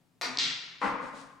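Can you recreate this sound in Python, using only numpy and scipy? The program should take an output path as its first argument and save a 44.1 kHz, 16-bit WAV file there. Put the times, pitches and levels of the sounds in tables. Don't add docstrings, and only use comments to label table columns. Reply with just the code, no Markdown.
import sys
import numpy as np
from scipy import signal
from scipy.fft import rfft, irfft, next_fast_len
from scipy.io import wavfile
from scipy.ndimage import map_coordinates

SR = 44100
rng = np.random.default_rng(int(sys.argv[2]) if len(sys.argv) > 2 else 0)


def store_wav(level_fs):
    pcm = np.round(np.clip(np.atleast_2d(level_fs), -1, 1) * 32767)
    wavfile.write(sys.argv[1], SR, pcm.T.astype(np.int16))


N = 61739
TIME_S = np.arange(N) / SR
FFT_SIZE = 2 * next_fast_len(N)
GRID_HZ = np.fft.rfftfreq(FFT_SIZE, 1 / SR)


def amp(db):
    return 10 ** (np.asarray(db) / 20)


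def unit_rms(x):
    return x / np.sqrt(np.mean(x ** 2) + 1e-20)


def value_at(curve, hz):
    freq_hz, values = np.transpose(curve)
    return np.interp(np.log(hz + 1), np.log(freq_hz + 1), values)


def envelope(rows):
    return amp(np.interp(TIME_S, *np.transpose(rows)))


def smooth_noise(positions):
    return map_coordinates(rng.standard_normal(N // 50), [positions], mode="wrap")


def wobble(rate_hz):
    return smooth_noise(TIME_S * rate_hz)


def filtered(x, response):
    return irfft(rfft(x, FFT_SIZE) * response)[..., :N]


def timbre(spectrum, ripple_db=0, ripple_step_hz=55):
    ripple = smooth_noise(GRID_HZ / ripple_step_hz)
    gain = unit_rms(amp(value_at(spectrum, GRID_HZ) + ripple_db * ripple))
    cepstrum = irfft(np.log(np.maximum(gain, 1e-6)))
    cepstrum[1:FFT_SIZE // 2] *= 2
    cepstrum[FFT_SIZE // 2 + 1:] = 0
    return np.exp(rfft(cepstrum))


def delayed(stereo, delay_s):
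    return np.pad(stereo, ((0, 0), (round(delay_s * SR), 0)))[:, :N]


def pan(left_over_right_db):
    return amp(np.array([[.5], [-.5]]) * left_over_right_db)


# freq_hz, correlation
HALL_COHERENCE = [(60, 0.68), (250, 0.66), (1000, 0.52), (2200, 0.39), (4500, 0.44), (9000, 0.86)]
# freq_hz, left_over_right_db
HALL_BALANCE = [(60, 2), (250, 5), (600, 4), (2000, 3), (4500, 1.2), (9000, -0.5)]


def spread(pair):
    angle = np.arccos(value_at(HALL_COHERENCE, GRID_HZ)) / 2
    mid, side = filtered(pair, np.array([np.cos(angle), np.sin(angle)]))
    return filtered(np.array([mid + side, mid - side]), pan(value_at(HALL_BALANCE, GRID_HZ)))


def hall_noise(spectrum):
    noise = spread(rng.standard_normal((2, N)))
    return unit_rms(filtered(noise, timbre(spectrum)))


def arrivals(paths):
    impulse = signal.unit_impulse(N)
    return sum(delayed(amp(db) * pan(side_db) * impulse, delay_s) for delay_s, db, side_db in paths)


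# freq_hz, t60_s
HALL_DECAY = [(100, 1.5), (300, 1.0), (1100, 1.1675), (2600, 1.0448), (4500, 0.82), (7000, 0.73),
              (12000, 0.24)]


def hall(early_db, late_db, gap_s, rise_s, hold_s, fade_60db_s, spikiness):
    noise = rng.standard_normal((2, N))
    echoes = unit_rms(noise * np.exp(spikiness * np.tanh(rng.standard_normal(N))))
    fade = amp(-60 * np.maximum(TIME_S - hold_s, 0) / fade_60db_s)
    early = echoes * (1 - np.exp(-TIME_S / rise_s)) * fade
    late = rng.standard_normal((2, N)) * (1 - np.exp(-TIME_S / 0.028))
    band_hz, frame_s, bands = signal.stft(amp(early_db) * early + amp(late_db) * late, SR, nperseg=256)
    damping = amp(-60 * frame_s / value_at(HALL_DECAY, band_hz)[:, None])
    _, answer = signal.istft(bands * damping, SR, nperseg=256)
    return delayed(spread(answer[:, :N]), gap_s)


def ring(modes, attack_s, flutter_db, blur_hz, blur_rad=0.4):
    ringing = np.zeros((2, N))
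    for pitch_hz, level_db, t60_s in modes:
        drift = blur_rad * (wobble(blur_hz) + np.array([wobble(blur_hz), wobble(blur_hz)]))
        tone = np.sin(2 * np.pi * pitch_hz * TIME_S + drift) * amp(flutter_db * wobble(blur_hz))
        ringing += tone * amp(level_db - 60 * TIME_S / t60_s) * pan(value_at(HALL_BALANCE, pitch_hz))
    return ringing * (1 - np.exp(-TIME_S / attack_s))


# freq_hz, gain_db
HUM_SPECTRUM = [(25, -14), (60, -12), (110, -1), (165, 5.5), (230, -6.5), (350, -13.5), (720, -11.5),
                (1600, -17.5), (4000, -21.5), (8000, -25.5), (15500, -31)]


def room_hum(level_db=-70.5):
    return amp(level_db) * hall_noise(HUM_SPECTRUM)


# delay_s, gain_db, left_over_right_db
CUE_PATHS = [(0, -11, 4), (.0015, -15, 4), (.0058, -12, 4), (.0075, -13, 3)]
# freq_hz, gain_db
CUE_SPECTRUM = [(88, -42), (190, -23), (290, -8), (400, -10), (1200, -5), (1400, -9), (1940, -2.5),
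                (2500, -10), (2950, -16.5), (3400, -9), (4050, -8.5), (4400, -12), (4680, -26), (5000, -14),
                (5600, -11.5), (6800, -20.5), (10000, -27.5), (11700, -34.5), (12200, -40), (12650, -21.5),
                (13400, -63), (14550, -26.5), (14950, -64), (15400, -28.5), (15900, -42)]
# pitch_hz, gain_db, t60_s
CUE_MODES = [(1212, -12, .58), (1908, -11, .39), (1954, -12, .6), (2269, -12, .7), (2521, -11, .45),
             (3225, -14, .35), (4097, -6, .3), (4180, -7, .3), (4646, 1.5, .31), (4698, -2, .27),
             (5905, -11, .27)]


def cue_strike(start_s=0.2131):
    reverb = hall(early_db=-31.5, late_db=-34, gap_s=0.001146, rise_s=0.012,
                  hold_s=0.041, fade_60db_s=0.36, spikiness=0.39)
    knock = filtered(arrivals(CUE_PATHS) + reverb, timbre(CUE_SPECTRUM, ripple_db=3))
    shaft = amp(-30) * ring(CUE_MODES, attack_s=0.024, flutter_db=1, blur_hz=47)
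    return delayed(knock + shaft, start_s)


# time_s, gain_db
ROLL_ENVELOPE = [(0.21, -66), (0.26, -50.5), (0.31, -49), (0.38, -49), (0.46, -42), (0.52, -46.5),
                 (0.60, -57.5), (0.68, -58.5), (1.4, -56.5)]
# freq_hz, gain_db
BED_SPECTRUM = [(25, -19), (70, -19.5), (110, -8.5), (160, -1), (205, -11), (262, -5), (330, -10),
                (450, -14.5), (1500, -61)]
# time_s, level_db
DRONE_ENVELOPE = [(0.22, -81), (0.27, -48.5), (0.31, -42), (0.37, -57), (0.42, -51.5), (0.47, -49.5),
                  (0.52, -56), (0.57, -97)]


def rolling(drone_hz=259.3):
    phase = 2 * np.pi * drone_hz * TIME_S + 0.81 * wobble(rate_hz=30)
    drone = np.sin(phase) * amp(1.5 * wobble(rate_hz=38)) * pan(9.9)
    rumble = amp(-8.5) * envelope(ROLL_ENVELOPE) * hall_noise(BED_SPECTRUM)
    return rumble + envelope(DRONE_ENVELOPE) * drone


# delay_s, gain_db, left_over_right_db
CLICK_PATHS = [(0, -6, 2), (.01408, -1.5, 2.4), (.0235, -13, 2), (.0263, -12, 3)]
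# freq_hz, gain_db
SNAP_SPECTRUM = [(200, -32), (1500, -32), (2600, -10.5), (4300, 5), (5600, -2), (7000, -18.5), (8500, -23),
                 (10000, -45), (15000, -44.5)]
# freq_hz, gain_db
WASH_SPECTRUM = [(150, -25), (600, -31.5), (1200, -11), (2000, -6), (3000, 0.5), (4200, 3), (5200, -3.5),
                 (6500, -12.5), (8200, -19), (9500, -45), (13000, -39), (15000, -69)]


def ball_click(start_s=0.3731):
    snap = filtered(arrivals(CLICK_PATHS), -timbre(SNAP_SPECTRUM))
    reverb = hall(early_db=-28.5, late_db=-26, gap_s=0.014, rise_s=0.0015,
                  hold_s=0.076, fade_60db_s=0.61, spikiness=0.49)
    wash = filtered(reverb, timbre(WASH_SPECTRUM, ripple_db=3))
    return delayed(snap + wash, start_s)


# start_s, gain_db
JAW_KNOCKS = [(0.8124, -19), (0.8160, -0.5), (0.829, -3.5), (0.8407, -5.5), (0.8571, -7), (0.8799, -5)]
# freq_hz, gain_db
JAW_SPECTRUM = [(60, -49), (130, -21), (200, -4.5), (290, -13), (370, -18.5), (490, -2), (630, -12),
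                (800, -4.5), (890, -1.5), (1100, -0.5), (1650, -7.5), (2000, -7.5), (2400, -13.5),
                (3200, -23.5), (5000, -28.5), (9000, -48.5), (15000, -75)]
# pitch_hz, gain_db, t60_s
RAIL_MODES = [(202, -8, .6), (277, -4, 1.2), (315, -5, .7), (496, -4, .72), (808, 1, .48), (966, -6, .8),
              (1042, 0, .9), (1084, 0, .7), (1154, -4, .8), (1218, -2, 1.1), (1361, -5, .8),
              (1451, -7, 1.0), (2024, -4, .45), (2266, -8, .46)]


def jaw_rattle():
    direct = arrivals([(0.001, -8.5, 5.8)])
    blows = np.zeros((2, N))
    for start_s, gain_db in JAW_KNOCKS:
        reverb = hall(early_db=-31, late_db=-33, gap_s=0.001998, rise_s=0.00086,
                      hold_s=0.036, fade_60db_s=0.13, spikiness=0.38)
        blows += amp(gain_db) * delayed(direct + reverb, start_s)
    rail = amp(-33.5) * ring(RAIL_MODES, attack_s=0.015, flutter_db=1.5, blur_hz=21.96)
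    knocks = filtered(blows, timbre(JAW_SPECTRUM, ripple_db=1.5))
    first_knock_s = JAW_KNOCKS[0][0]
    return knocks + delayed(rail, first_knock_s)


# start_s, gain_db
THUDS = [(0.842, -2), (0.901, -8), (1.011, -7.5), (1.13, -13.5), (1.21, -17.5)]
# freq_hz, gain_db
THUD_SPECTRUM = [(25, -11), (60, -22.5), (110, -14), (190, -2.5), (280, -0.5), (380, -19), (520, -1.5),
                 (800, -12.5), (3000, -66)]


def pocket_drop():
    blows = np.zeros((2, N))
    for start_s, gain_db in THUDS:
        reverb = hall(early_db=-36.5, late_db=-52, gap_s=0, rise_s=0.002,
                      hold_s=0.047, fade_60db_s=0.27, spikiness=0.11)
        blows += amp(gain_db) * delayed(reverb, start_s)
    return filtered(blows, timbre(THUD_SPECTRUM))


# peak_s, hold_s, level_db
SWISHES = [(0.846, 0.029, -53.5), (1.045, 0.036, -60), (1.17, .045, -56.5), (1.285, 0.072, -72.5)]
# freq_hz, gain_db
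CLOTH_SPECTRUM = [(1000, -18), (3000, 3), (5000, 0.5), (8000, -4), (10000, -9), (12000, -30), (15000, -25)]


def cloth_swishes(rise_s=0.02, fade_s=0.046):
    swell = np.zeros(N)
    for peak_s, hold_s, level_db in SWISHES:
        rise = np.exp(-(np.minimum(TIME_S - peak_s, 0) / rise_s) ** 2 / 2)
        fade = np.exp(-np.maximum(TIME_S - peak_s - hold_s, 0) / fade_s)
        swell += amp(level_db) * rise * fade
    flicker = amp(0.65 * wobble(rate_hz=49))
    return swell * flicker * hall_noise(CLOTH_SPECTRUM)


def scene():
    impacts = cue_strike() + ball_click() + jaw_rattle() + pocket_drop()
    return impacts + rolling() + cloth_swishes() + room_hum()


def record(dry):
    cutoff_hz = 15900
    return filtered(dry, GRID_HZ < cutoff_hz)


dry = scene()
out = record(dry)
store_wav(out)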